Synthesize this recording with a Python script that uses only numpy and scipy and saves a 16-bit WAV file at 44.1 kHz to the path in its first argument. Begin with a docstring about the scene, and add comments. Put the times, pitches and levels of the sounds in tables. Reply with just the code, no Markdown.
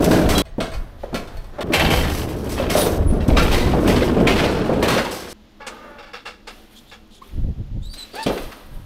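"""Pallet jack from truck to warehouse

A manual pallet jack rumbles through a box truck, clanks under a pallet of wrapped plastic crates and
hauls it over the dock plate: shaped noise and random contacts roll, decaying noise and modes clank and thud.
In the quiet warehouse the load creaks by stick-slip, low noise buffets the microphone, gliding tones squeak
at the wheels and the jack knocks again over a soft ventilation drone."""
import sys
import numpy as np
from scipy import signal
from scipy.fft import rfft, irfft, next_fast_len
from scipy.io import wavfile
from scipy.ndimage import uniform_filter1d, map_coordinates

SR = 44100
rng = np.random.default_rng(int(sys.argv[2]) if len(sys.argv) > 2 else 0)


def unload_audio(sound):
    """Save the sound as a 16-bit wav file, at the path given as the first command line argument."""
    columns = np.transpose(np.atleast_2d(sound))
    # keep every value between -1 and 1, then stretch to whole-number steps
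    steps = np.round(np.clip(columns, -1, 1) * 32767)
    wavfile.write(sys.argv[1], SR, steps.astype(np.int16))


N = 390285
TIME = np.arange(N) / SR
TOP_HZ = 15750  # top of the audible band

# moments at which the events still sounding are cut off: time [s]
CUTOFFS = [.42, 1.633, 2.982, 5.33]
# resonances of the jack's deck: (frequency [Hz], width [Hz], level [dB])
DECK = [(180.3, 41, 2), (285, 137, -0.5), (433, 59, 2), (489, 45, 1.5), (622, 74, -1.5), (739, 57, -6.5),
        (880, 273, -14.5)]
# colour of fine metallic jingling: (frequency [Hz], density [dB per Hz])
JINGLE = [(3530, -1.5), (6000, 0.5), (7180, -7.5), (7810, 0), (8940, -6), (9880, -1.5), (11000, -10.5),
          (13300, -3), (15600, -18)]
# how hard the wheels drum, running in empty: (time [s], effort [dB])
EMPTY_RUN = [(0.0, -14), (0.176, -15.5), (0.26, -18)]


def rolling():
    """Hard wheels drum on the floor and shake every loose part of the jack."""
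    # colours of the floor, drumming and loose frame: (frequency [Hz], density [dB per Hz])
    floor_colour = [(11, -30), (18, 4.5), (45, 2.5), (81, 5.5), (110, -8.5), (150, -11.5), (200, -18),
                    (330, -120)]
    drum_colour = [(59, -40), (100, -1.5), (129, -1.5), (192, -2.5), (344, -2.5), (474, -7), (646, -21),
                   (962, -18.5), (1400, -23.5), (1820, -29), (3080, -120)]
    rattle_colour = [(470, -13), (800, 1), (1300, -9.5), (1630, -7), (3110, -9.5), (5240, -21.5),
                     (7200, -26), (8000, -50), (10400, -49.5), (17600, -120)]

    rumble, drum, rattle, jingle = shaking()
    floor = coloured(rng.standard_normal(N), floor_colour)

    bumps = ringing(contacts(rate=400, spread_db=2.5), t60=0.37, wet_db=-0.5)
    deck_ring = resonant(contacts(rate=500, spread_db=5.5), DECK)
    deck_ring = coloured(deck_ring, [(900, -21), (3500, -14), (9000, -32)])
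    deck = unit(coloured(bumps, drum_colour) + amp(-3.5) * deck_ring)

    chatter = amp(1.3 * wobble(29.87))  # loose parts jump about in clusters
    knocks = knocking(rate=130, t60=.05)
    shakes = ringing(contacts(rate=190, spread_db=5.0), t60=0.3, wet_db=16.5)
    frame = coloured(knocks + shakes, rattle_colour)
    pins = coloured(ringing(contacts(rate=480, spread_db=9.0), t60=0.28, wet_db=8.0), JINGLE)
    return rumble * floor + drum * hollow_floor(deck) + chatter * (rattle * frame + jingle * pins)


def shaking():
    """Gains of rumble, drumming, rattle and jingle: they follow the effort, and jolts stir up all but drumming."""
    # hauling the load out: (time [s], effort [dB])
    loaded_run = [(1.65, -31.5), (1.76, -27), (1.85, -22), (1.97, -20.5), (2.18, -27.5), (2.4, -29.5),
                  (2.83, -23.5), (3.22, -27), (3.92, -16.5), (4.03, -21.5), (4.31, -18.5), (4.9, -22.5),
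                  (5.19, -33.5), (5.3, -37)]
    # jolts to bed and loose parts: (time [s], sway [dB], frame rattle [dB], fine jingle [dB])
    jolts = [(0.0, -18.5, -31, -34), (0.21, -15, -29.5, -60), (1.77, -19.5, -17, -30.5),
             (1.9, -17.5, -24, -33.5), (2.07, -22.5, -53, -34.5), (2.56, -40, -28, -46),
             (2.72, -45, -37, -31), (2.985, -9, -83, -72), (3.28, -9, -32.5, -49), (3.37, -36, -27, -36),
             (3.44, -25, -25.5, -44), (3.861, -17.5, -21, -34), (4.28, -29, -20.5, -33.5),
             (4.814, -29.5, -21.5, -53), (5.284, -39, -53.5, -32.5)]
    # how each shaking builds up and settles: (rise [s], t60 [s])
    swaying = (0.031, 1.34)
    rattling = (0.011, 1.18)
    jingling = (0.018, 1.4)
    drum_db, rumble_db, rattle_db, jingle_db = 1, -2.5, -22, -29  # each layer over the effort

    empty = curve(EMPTY_RUN) * (TIME < CUTOFFS[0])
    loaded = curve(loaded_run) * ((TIME > CUTOFFS[1]) & (TIME < CUTOFFS[-1]))
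    effort = amp(-4.5) * empty + loaded
    # only a loaded jack keeps the truck bed rumbling
    bed = loaded * amp(rumble_db) * distance_gain(fade_db_per_s=6)

    times, sway_jolts, rattle_jolts, jingle_jolts = np.transpose(jolts)
    rumble = np.hypot(bed, surges(times, sway_jolts, swaying))
    rattle = np.hypot(effort * amp(rattle_db), surges(times, rattle_jolts, rattling))
    jingle = np.hypot(effort * amp(jingle_db), surges(times, jingle_jolts, jingling))
    return rumble, effort * amp(drum_db), rattle, jingle


def knocking(rate, t60):
    """Loose things knock together at random, each contact with a click and short resonances of its own; rms 1."""
    # lowest and highest resonance of loose crates and fittings: (frequency [Hz], frequency [Hz])
    knock_range = (450, 5500)
    out, t = np.zeros(N), np.arange(SR // 12) / SR
    for when, strength, *modes in rng.random((int(rate * N / SR), 20)):
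        hz = np.interp(modes, [0, 1], knock_range)[:, None]
        ring = np.sum(np.sin(2 * np.pi * hz * t), axis=0) * amp(-60 * t / t60)
        click = 4 * rng.standard_normal(len(t)) * amp(-60 * t / .02)
        onset = 1 - np.exp(-t / .0005)
        add(out, when * N / SR, amp(12 * strength) * (ring + click) * onset)
    return unit(out)


def hollow_floor(deck):
    """The truck bed and dock plate boom; on solid concrete the low drumming weakens."""
    boom = filtered(deck, lambda hz: 1 / (1 + (hz / 330) ** 6))
    return deck - 0.49 * on_concrete() * boom


def on_concrete():
    """0 on the truck bed and dock plate, 1 on the warehouse floor."""
    concrete_s, crossing_s = 4.9, 0.24  # start and length of the crossing
    return np.clip((TIME - concrete_s) / crossing_s, 0, 1)


def distance_gain(fade_db_per_s):
    """1 inside the truck, then fading as the jack moves away from it."""
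    exit_s = 3.45
    return amp(-fade_db_per_s * np.maximum(TIME - exit_s, 0))


def leaving_truck(x):
    """The top treble is brightest between the close walls of the truck and dulls outside."""
    top = filtered(x, lambda hz: 1 - 1 / (1 + (hz / 11500) ** 16))
    return x - (0.5 - distance_gain(fade_db_per_s=9)) * top


def boards():
    """Bare wheels run over the truck's boards, which ring freely until the load weighs them down."""
    # bare boards with the empty jack on them: (frequency [Hz], width [Hz], level [dB])
    board_modes = [(167, 22, 6.5), (296, 19, 3.5), (426, 84, -4), (631, 28, 1.5), (730, 26, -6),
                   (1490, 290, -27)]
    ring = resonant(contacts(rate=600, spread_db=0), board_modes)
    return amp(-2.5) * curve(EMPTY_RUN) * (TIME < CUTOFFS[0]) * ring


def clanks():
    """Each blow cracks, rings the struck part and the steel frame, chatters on and leaves a slow tail."""
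    # blows on the jack: (time [s], level [dB], relative treble [dB], pitch [Hz], t60 [s])
    blows = [(0.042, -22.5, -1, 1000, 0.074), (0.11, -11.5, -18.5, 1460, 0.5),
             (0.289, -10, -16.5, 1090, 0.48), (0.379, -10, -10.5, 3320, 0.13), (0.452, -34, -27, 1680, 0.2),
             (0.603, -14.5, -28, 1350, 0.3), (0.716, -27, -28, 2000, 0.14), (0.736, -27.5, -21, 4800, 0.18),
             (1.143, -14, -21.5, 2390, 0.18), (1.273, -33.5, -22, 1220, 0.24),
             (1.37, -37.5, -9, 4300, 0.035), (1.443, -36, -13, 4310, 0.033),
             (1.607, -18.5, -26, 1320, 0.41), (1.721, -16, -24, 2200, .1), (1.733, -4.5, -20.5, 2240, 0.24),
             (1.795, -5, -17, 1920, 0.04), (1.901, -9, -19, 2160, 0.21), (2.032, -14.5, -30.5, 1840, 0.16),
             (2.491, -30, -4.5, 1100, 0.22), (2.515, -28, -5, 1200, 0.32), (2.582, -15, -34, 2680, 0.097),
             (2.698, -12, -15, 2120, 0.35), (2.763, -17.5, -7, 1030, 0.3), (2.804, -21, -11.5, 3480, 0.22),
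             (2.86, -18, -11, 1190, 0.12), (3.203, -22, -39, 2320, 0.17),
             (3.279, -16.5, -12.5, 1050, 0.047), (3.367, -6.5, -46, 1290, 0.38),
             (3.514, -11, -20.5, 2130, 0.75), (3.874, -14.5, -12.5, 1200, 0.19),
             (3.955, -13, -30, 1610, 0.27), (4.023, -22, -35, 1600, 0.048), (4.268, -5, -31, 2190, 0.3),
             (4.382, -14, -42, 1460, 1), (4.43, -12.5, -40, 2150, 0.3), (4.825, -15, -14.5, 1900, 0.18),
             (4.879, -8.5, -21.5, 1130, 0.73), (4.974, -7, -49, 1550, 0.14), (5.109, -23, -12, 5100, 0.71),
             (7.935, -32.5, -5.5, 3930, 0.056), (8.262, -11.5, -24, 3100, 0.13),
             (8.374, -13.5, -35, 1130, 0.053), (8.427, -33, -17, 1170, 0.19),
             (8.518, -20.5, -31, 1230, 0.067)]
    # modes of the steel frame: (frequency [Hz], mean level [dB], t60 [s])
    frame_modes = [(657, 0.5, 0.31), (1036, -15, 0.57), (1098, -8, 0.37), (1360, -14, 0.28),
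                   (2220, -12.5, 0.35), (2500, -7.5, 0.17), (2945, -14, 0.2), (3550, -12, 0.2),
                   (4380, -7, 0.17), (8400, -17, 0.25)]
    # colour of clashing steel: (frequency [Hz], density [dB per Hz])
    steel_colour = [(290, -21.5), (500, 1.5), (969, -8.5), (1450, -7.5), (1880, -10), (4400, -14),
                    (8000, -30.5), (10400, -33), (17600, -120)]

    out, t = np.zeros(N), np.arange(SR // 2) / SR
    for s, db, treble_db, hz, t60 in blows:
        modes = np.zeros(len(t))
        for mode_hz, level, life in frame_modes:
            tone = np.sin(2 * np.pi * mode_hz * t + rng.uniform(0, 2 * np.pi))
            modes += amp(level + rng.normal(0, 3.9) - 60 * t / life) * tone
        # the frame rings freely only while the jack stands empty
        frame_db = -3 if CUTOFFS[0] < s < CUTOFFS[1] else -19

        chatter = ringing(contacts(rate=2500, spread_db=5, size=len(t)), t60=0.1, wet_db=3.5)
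        struck_part = resonant(chatter, [(hz, hz * 0.21, 0)])
        clash = unit(coloured(chatter, steel_colour) + amp(-9.0) * struck_part)
        sizzle = amp(treble_db + 10.5) * coloured(rng.standard_normal(len(t)), JINGLE)
        decay = amp(-60 * t / max(t60, .02) + 1.1 * wobble(142.6, len(t)))
        decay = decay + amp(-16.5 - 60 * t / 0.8)  # slow tail

        crack = resonant(rng.standard_normal(len(t)), [(hz, hz * 0.39, 0), (3100, 1400, -4)])
        crack = coloured(crack, [(300, 2.0), (4000, 11), (4700, -10), (15000, -18)])
        hardness = amp(1.5 * (db + 5.5))  # only hard blows open with a strong crack
        blow = (clash + sizzle) * decay + hardness * crack * amp(-60 * t / 0.088) + amp(frame_db) * modes
        rise = 0.0005 if s < CUTOFFS[1] else 0.0022  # under load the parts meet one after another
        add(out, s, amp(db - 9.5) * blow * (1 - np.exp(-t / rise)))
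    return out


def forks():
    """The long forks ring when the load slams onto them."""
    # modes: (frequency [Hz], mean level [dB])
    modes = [(805, -2.5), (1577, -8), (2159, -9), (2680, -6), (3025, -4.5), (3187, -4), (4300, -12),
             (11590, -15.5)]
    # blows: (time [s], level [dB])
    blows = [(1.737, -20.5), (1.797, -24), (1.901, -23)]
    return steel_ring(modes, blows, t60=0.57)


def linkage():
    """The handle linkage rings against its stop."""
    # modes: (frequency [Hz], mean level [dB])
    modes = [(3278, -1.5), (3953, -1.5)]
    # blows: (time [s], level [dB])
    blows = [(0.352, -21.5), (0.379, -19)]
    return steel_ring(modes, blows, t60=0.24)


def handle():
    """The handle tube rings as the jack comes to rest."""
    # modes: (frequency [Hz], mean level [dB])
    modes = [(1206, 0), (2708, -5), (4054, -6)]
    # blows: (time [s], level [dB])
    blows = [(8.262, -36)]
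    return steel_ring(modes, blows, t60=0.57)


def steel_ring(modes, blows, t60):
    """A steel part rings on after each blow; its modes waver in phase, the high ones most."""
    out, t = np.zeros(N), np.arange(SR // 2) / SR
    for s, db in blows:
        ring = np.zeros(len(t))
        for hz, level in modes:
            waver = np.sqrt(hz / 4000) * wobble(60, len(t))
            ring += amp(level + rng.normal(0, 2)) * np.sin(2 * np.pi * (hz * t + rng.random()) + waver)
        add(out, s, ring * amp(db - 60 * t / t60) * (1 - np.exp(-t / .002)))
    return out


def thuds():
    """Wheels and pallet bump on the floor: a push and a dull knock that rings the deck, with a hollow tail."""
    # bumps: (time [s], level [dB], pitch [Hz], t60 [s])
    bumps = [(0.104, -8, 312, 1), (0.582, -11, 245, 0.34), (1.034, -15.5, 562, 0.047),
             (1.128, -11, 254, 0.16), (1.585, -15, 588, 0.18), (1.703, -11, 303, 0.41),
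             (2.597, -8.5, 543, 0.094), (2.753, -4.5, 612, 0.11), (2.777, -6.5, 610, 0.98),
             (2.865, -8.5, 434, 0.17), (2.984, -12, 156, 0.27), (3.124, -9, 208, 1), (3.283, -3, 208, 1),
             (3.37, -9.5, 387, 0.17), (3.736, -8.5, 760, 0.12), (3.768, -10.5, 287.3, 0.43),
             (3.884, -13, 200, 0.26), (4.02, -7.5, 500, 0.067), (4.167, -4, 370, 0.32),
             (4.207, -4.5, 226, 0.25), (4.694, -8.5, 530, 0.59), (4.827, -6.5, 490, 0.78),
             (4.965, -8, 525, 0.4), (8.141, -24.5, 600, 0.064), (8.262, -7, 260, 0.09),
             (8.273, -10.5, 557, 0.098), (8.298, -10, 557, 0.083), (8.367, -18, 417, 0.2)]
    out, t = np.zeros(N), np.arange(SR // 2) / SR
    for s, db, hz, t60 in bumps:
        knock_colour = [(hz / 5, -24), (hz / 1.55, -6), (hz, 0), (hz * 1.09, -5), (hz * 1.82, -14),
                        (hz * 7, -38), (hz * 30, -70)]
        knock = coloured(rng.standard_normal(len(t)), knock_colour)
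        deck = resonant(rng.standard_normal(len(t)), DECK)
        deck = coloured(deck, [(130, -5.5), (700, 2), (1500, -6.0), (6000, -2)])
        decay = amp(-60 * t / max(t60, .02)) + amp(-8.5 - 60 * t / 0.5)
        body = (knock + amp(-3.5) * deck) * decay * (1 - np.exp(-t / 0.00065))
        push = np.sin(2 * np.pi * hz * t) * amp(-60 * t / 0.056)
        add(out, s, amp(db) * (amp(-3.0) * body / np.abs(body).max() + amp(-4.0) * push))
    return out


def squeaks():
    """Stick-slip at wheels and axles: gliding, faltering tones with rasping overtones and scratch, in a room."""
    # squeaks: (time [s], length [s], start [Hz], middle [Hz], end [Hz], level [dB],
    #           step per overtone [dB], roughness [ratio])
    squeak_rows = [ (2.748, 0.13, 9600, 9680, 9800, -28, -20, 0.8),
                   (2.75, 0.15, 13200, 13300, 13400, -31.5, -18, 1.16),
                   (3.063, 0.062, 10100, 9760, 9800, -36.5, -20, 0),
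                   (6.75, 0.055, 3270, 3300, 3480, -47, -10, 0.9),
                   (6.855, 0.12, 3400, 3490, 3320, -51, -9.5, 0.72),
                   (7.096, 0.1, 3200, 3220, 3500, -50.5, -6, 1.04),
                   (7.214, 0.019, 940, 1094, 1260, -38.5, -19, 0.13),
                   (7.813, 0.079, 3400, 3800, 3950, -44.5, -7.5, 0.4),
                   (7.887, 0.077, 4400, 4680, 4720, -40.5, -11, 0.22),
                   (7.928, 0.035, 4160, 3920, 3980, -39, -11, 0.5),
                   (7.967, 0.092, 4310, 4020, 4010, -34.5, -10.5, 0.28),
                   (8.111, 0.13, 4680, 4560, 4370, -43, -7, 0.7),
                   (8.146, 0.1, 662, 877, 840, -28, -5.5, 0.17),
                   (8.225, 0.025, 4720, 4700, 4470, -31, -7, 1.05)]
    out = np.zeros(N)
    for s, length, start_hz, middle_hz, end_hz, db, overtone_db, rough in squeak_rows:
        u = np.linspace(0, 1, int(length * SR))
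        pitch = np.polyval(np.polyfit([0, .5, 1], [start_hz, middle_hz, end_hz], 2), u)
        jitter = .07 * wobble(middle_hz / 2, len(u)) + .02 * wobble(130, len(u))
        phase = 2 * np.pi * np.cumsum(pitch * (1 + rough * jitter)) / SR
        tone = np.sin(phase)
        for k in range(1, min(6, int(TOP_HZ / middle_hz))):  # each overtone flickers and rasps on its own
            rasp = 3 * rough * np.sqrt(k) * wobble(middle_hz / 4, len(u))
            flicker = amp(overtone_db * k + 3 * wobble(70, len(u)))
            tone = tone + flicker * np.sin((k + 1) * phase + rasp)
        grip = amp(5 * np.sqrt(abs(rough)) * wobble(200, len(u)))
        scratch_colour = [(800, -42), (3800, 15.0), (6000, 0), (8500, 0), (15000, -13.0)]
        scratch = coloured(rng.standard_normal(len(u)), scratch_colour)
        squeak = unit(tone * grip) + amp(-3) * rough * scratch
        add(out, s, amp(db) * squeak * np.sin(np.pi * u))
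    return ringing(out, t60=.25, wet_db=-8)


def creaks():
    """Quick slips between the stacked crates excite their plastic walls; a slow slip makes them groan."""
    # slips: (time [s], level [dB], relative treble [dB], length [s])
    slip_rows = [(5.603, -32.5, -42, 0.041), (5.665, -16.5, -5.5, 0.023), (5.983, -28, -38, 0.032),
                 (6.023, -32, -29, 0.027), (6.06, -36, -31, 0.057), (6.132, -21.5, -32, 0.048),
                 (6.253, -20, -19, 0.05), (6.47, -19.5, -14, 0.03), (6.912, -28, -23, 0.039)]
    # the load groans as it is swung round: (time [s], level [dB], mean stick-slip rate [Hz])
    groan_rows = [(5.603, -30.5, 288), (5.67, -39, 276), (5.7, -38, 311.4), (5.79, -41, 297.8),
                  (5.835, -37.5, 313), (5.899, -39.5, 290.6), (6.11, -44, 281.3)]
    # resonances of the crates: (frequency [Hz], width [Hz], level [dB])
    crate_modes = [(484, 39, 1), (817, 73, -2.5), (1270, 190, -3.5), (1710, 115, -3), (2230, 130, -4.5),
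                   (2740, 54, 1), (3460, 120, -7), (3730, 28, -6), (3890, 31, -8), (4310, 47, -7),
                   (4700, 91, -9), (5040, 29, -8.5), (5440, 57, -9.5)]
    # colour of rubbing plastic: (frequency [Hz], density [dB per Hz])
    plastic_colour = [(170, -33), (476, -5), (1360, -3), (2400, -2), (3150, -3), (9000, -26), (19800, -120)]

    slips, ticks, t = np.zeros(N), np.zeros(N), np.arange(SR // 3) / SR
    for s, db, treble_db, length in slip_rows:
        push = amp(db - 11.5) * (1 - np.exp(-t / 0.0038)) / (1 + (t / max(length, .005)) ** 3)
        add(slips, s, push)
        add(ticks, s, push * amp(treble_db))
    friction = contacts(rate=4100, spread_db=-2.5)
    body = resonant(contacts(rate=2300, spread_db=3.5), crate_modes)
    walls = unit(amp(-8) * coloured(friction, plastic_colour) + body)
    edge = coloured(rng.standard_normal(N), [(4000, -4), (8000, -2), (11000, -14), (15000, -28)])

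    groan_s, groan_db, slip_hz = np.transpose(groan_rows)
    turns = np.cumsum(np.interp(TIME, groan_s, slip_hz) * (1 + .015 * wobble(200))) / SR
    catches = np.diff(np.floor(turns), prepend=0) * amp(2 * wobble(200))  # one uneven pulse a slip
    groan = resonant(catches, crate_modes) + unit(catches - catches.mean()) + .5 * body
    groan_colour = [(130, -19), (230, -16.0), (500, 7.5), (1500, 1.5), (3000, -12.0), (9000, -43)]
    groan = swell(groan_s, groan_db) * coloured(groan, groan_colour)
    return slips * walls + ticks * edge + amp(-4.0) * ringing(groan, t60=0.49, wet_db=-3)


def manoeuvring():
    """Slow moves: air bumps the microphone, feet shuffle, clothes rustle, the stretch wrap crinkles."""
    # colours of air, hard gusts, feet, cloth and wrap: (frequency [Hz], density [dB per Hz])
    air_colour = [(11, -19), (18, 4), (36, -1), (145, -16.5), (167, -23.5), (200, -23), (260, -55),
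                  (440, -120)]
    gust_colour = [(24, -32), (40, -1), (76, -1), (248, -15.5), (593, -40), (900, -47), (1400, -120)]
    shuffle_colour = [(120, -53), (200, 1.5), (404, 1), (606, -1), (962, -6), (2000, -13), (2600, -29),
                      (4400, -120)]
    cloth_colour = [(710, -24), (1200, -6), (1800, -7), (3340, -2.5), (7270, -16), (10400, -53),
                    (17600, -120)]
    wrap_colour = [(4120, -36), (7000, -24), (7950, 3), (10200, 6), (11100, 0.5), (13300, 9), (15600, -4)]
    # hard buffets on the microphone: (middle [s], length [s], level [dB])
    buffet_rows = [(7.39, 0.2, -26.5), (7.49, 0.12, -23), (7.6, 0.14, -27), (7.76, 0.15, -23.5)]

    air, shuffle, rustle, crinkle = handling()
    draught = air * coloured(rng.standard_normal(N), air_colour)
    gust = humps(buffet_rows) * unit(amp(3.5 * wobble(45)))
    flutter = coloured(rng.standard_normal(N), [(60, -10), (250, 3), (600, -13), (1200, -45), (3000, -70)])
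    push = coloured(rng.standard_normal(N), gust_colour)
    buffets = gust * (push + amp(9.5) * gust * flutter)  # stronger gusts are brighter
    feet = shuffle * coloured(ringing(rng.standard_normal(N), t60=0.66, wet_db=-0.5), shuffle_colour)
    cloth = rustle * coloured(rng.standard_normal(N), cloth_colour)
    crackle = ringing(contacts(rate=60, spread_db=5), t60=.06, wet_db=0)
    film = rng.standard_normal(N) + amp(-7) * crackle
    return draught + buffets + feet + cloth + crinkle * coloured(film, wrap_colour)


def handling():
    """Gains of air, shuffle, rustle and crinkle: the quiet of each place plus puffs and moves."""
    # steady background of each place: (air [dB], shuffling [dB], rustle [dB], crinkle [dB])
    truck_quiet = (-35, -50, -61.5, -74)
    warehouse_quiet = (-50, -56.5, -61, -74.5)
    # tugs and steps: (time [s], shuffling [dB], rustle of clothes [dB], crinkle of the wrap [dB])
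    moves = [(0.71, -37.5, -68, -56), (0.98, -70, -50.5, -61), (1.15, -35.5, -58, -65),
             (1.31, -42, -52.5, -58.5), (1.52, -37.5, -53, -66), (5.67, -38, -46, -59),
             (5.81, -40.5, -61, -66), (6.49, -46.5, -48, -54.5), (6.7, -53, -52, -55.5),
             (7.21, -49, -50, -56), (7.95, -47, -41.5, -52), (8.13, -34, -37, -60),
             (8.3, -33, -38.5, -41.5), (8.48, -40, -50, -54), (8.7, -46, -54.5, -55)]
    # how each move starts and dies away: (rise [s], t60 [s])
    moving = (0.022, 1)
    # soft puffs of air past the microphone: (middle [s], length [s], level [dB])
    puffs = [(0.78, 0.19, -24), (1.38, 0.11, -28), (7.43, 0.31, -20.5), (7.76, 0.57, -27), (8.32, 0.1, -30),
             (8.45, 0.16, -28.5), (8.78, 0.39, -31)]

    in_truck = (TIME > CUTOFFS[0]) & (TIME < CUTOFFS[1])
    in_warehouse = TIME > CUTOFFS[-1]
    quiet = np.outer(amp(truck_quiet), in_truck) + np.outer(amp(warehouse_quiet), in_warehouse)
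    times, *levels_db = np.transpose(moves)
    return np.hypot(quiet, [humps(puffs)] + [surges(times, db, moving) for db in levels_db])


def ventilation():
    """A soft drone of resonant noise fills the warehouse."""
    # drone: (frequency [Hz], width [Hz], level [dB])
    vent_modes = [(212.5, 16.4, 3.5), (326, 20, -3.5)]
    return amp(-54) * resonant(rng.standard_normal(N), vent_modes) * (TIME > CUTOFFS[-1])


def amp(db):
    """Decibels to gain."""
    return 10 ** (np.asarray(db) / 20)


def unit(x):
    """Scale to rms 1."""
    return x / np.sqrt(np.mean(x ** 2) + 1e-20)


def wobble(rate, size=N):
    """A smooth random curve, rate knots a second."""
    knots = rng.standard_normal(int(size * rate / SR) + 4)
    return map_coordinates(knots, [np.arange(size) * rate / SR])


def filtered(x, response):
    """x times a response of frequency."""
    m = next_fast_len(len(x) + SR // 4)
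    return irfft(rfft(x, m) * response(np.fft.rfftfreq(m, 1 / SR)), m)[:len(x)]


def coloured(x, spectrum):
    """x through a (frequency [Hz], level [dB]) spectrum, at rms 1."""
    f, db = np.transpose(spectrum)
    return unit(filtered(x, lambda hz: amp(np.interp(np.log(hz + 1), np.log(f), db))))


def resonant(x, peaks):
    """x through (frequency [Hz], width [Hz], level [dB]) resonances of alternating sign, at rms 1."""
    def response(f):
        total = 0
        for k, (centre, width, db) in enumerate(peaks):
            damping = 1j * f * width
            total = total + (-1) ** k * amp(db) * damping / (centre * centre - f * f + damping)
        return total
    return unit(filtered(x, response))


def contacts(rate, spread_db, size=N):
    """Tiny random impacts of uneven strength, at rms 1."""
    hits = (rng.random(size) < rate / SR) * rng.choice([-1, 1], size)
    return unit(hits * amp(spread_db * np.minimum(rng.standard_normal(size), 2)))


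def ringing(x, t60, wet_db):
    """x plus a dense ring of countless weak modes, drawn afresh every third of a second."""
    t = np.arange(SR // 3) / SR
    wet = np.zeros(len(x) + 2 * len(t))
    for start in range(0, len(x), len(t)):
        tail = rng.standard_normal(len(t)) * amp(-60 * t / t60)
        ring = signal.fftconvolve(x[start:start + len(t)], tail / np.linalg.norm(tail))
        wet[start:start + len(ring)] += ring
    return (x + amp(wet_db) * wet[:len(x)]) / np.hypot(1, amp(wet_db))


def curve(rows):
    """A gain curve through (time [s], level [dB]) rows."""
    s, db = np.transpose(rows)
    return amp(np.interp(TIME, s, db))


def swell(s, db):
    """A gain curve that is all but silent outside its points."""
    return uniform_filter1d(amp(np.interp(TIME, s, db, left=-120, right=-120)), size=256)


def surges(times, levels_db, shape):
    """A gain curve in which every event builds up and settles with the same (rise [s], t60 [s])."""
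    power, t = np.zeros(N), np.arange(3 * SR // 2) / SR
    rise, t60 = shape
    envelope = (1 - np.exp(-t / rise)) * amp(-60 * t / t60)
    for s, db in zip(times, levels_db):
        add(power, max(s, 0), (amp(db) * envelope) ** 2)
    return np.sqrt(power)


def humps(rows):
    """A gain curve with one smooth hump for each (middle [s], length [s], level [dB]) row."""
    out = np.zeros(N)
    for s, length, db in rows:
        add(out, s - length / 2, amp(db) * np.hanning(int(length * SR)))
    return out


def add(out, s, sound):
    """Mix in a sound from s seconds up to the next cutoff."""
    start = round(s * SR)
    end = min([N, start + len(sound)] + [round(c * SR) for c in CUTOFFS if c > s])
    out[start:end] += sound[:end - start]


def scene():
    """All sources at one microphone."""
    steel = forks() + linkage() + handle()
    jack = leaving_truck(rolling()) + boards() + clanks() + steel + thuds() + squeaks()
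    return (jack + creaks() + manoeuvring() + ventilation())[None]


def record(dry):
    """The loudest peaks are rounded off and the top of the band is cut."""
    rounded = dry[0] / (1 + np.abs(dry[0] / .75) ** 6) ** (1 / 6)
    return filtered(rounded, lambda hz: hz < TOP_HZ)[None]


dry = scene()
out = record(dry)
unload_audio(out)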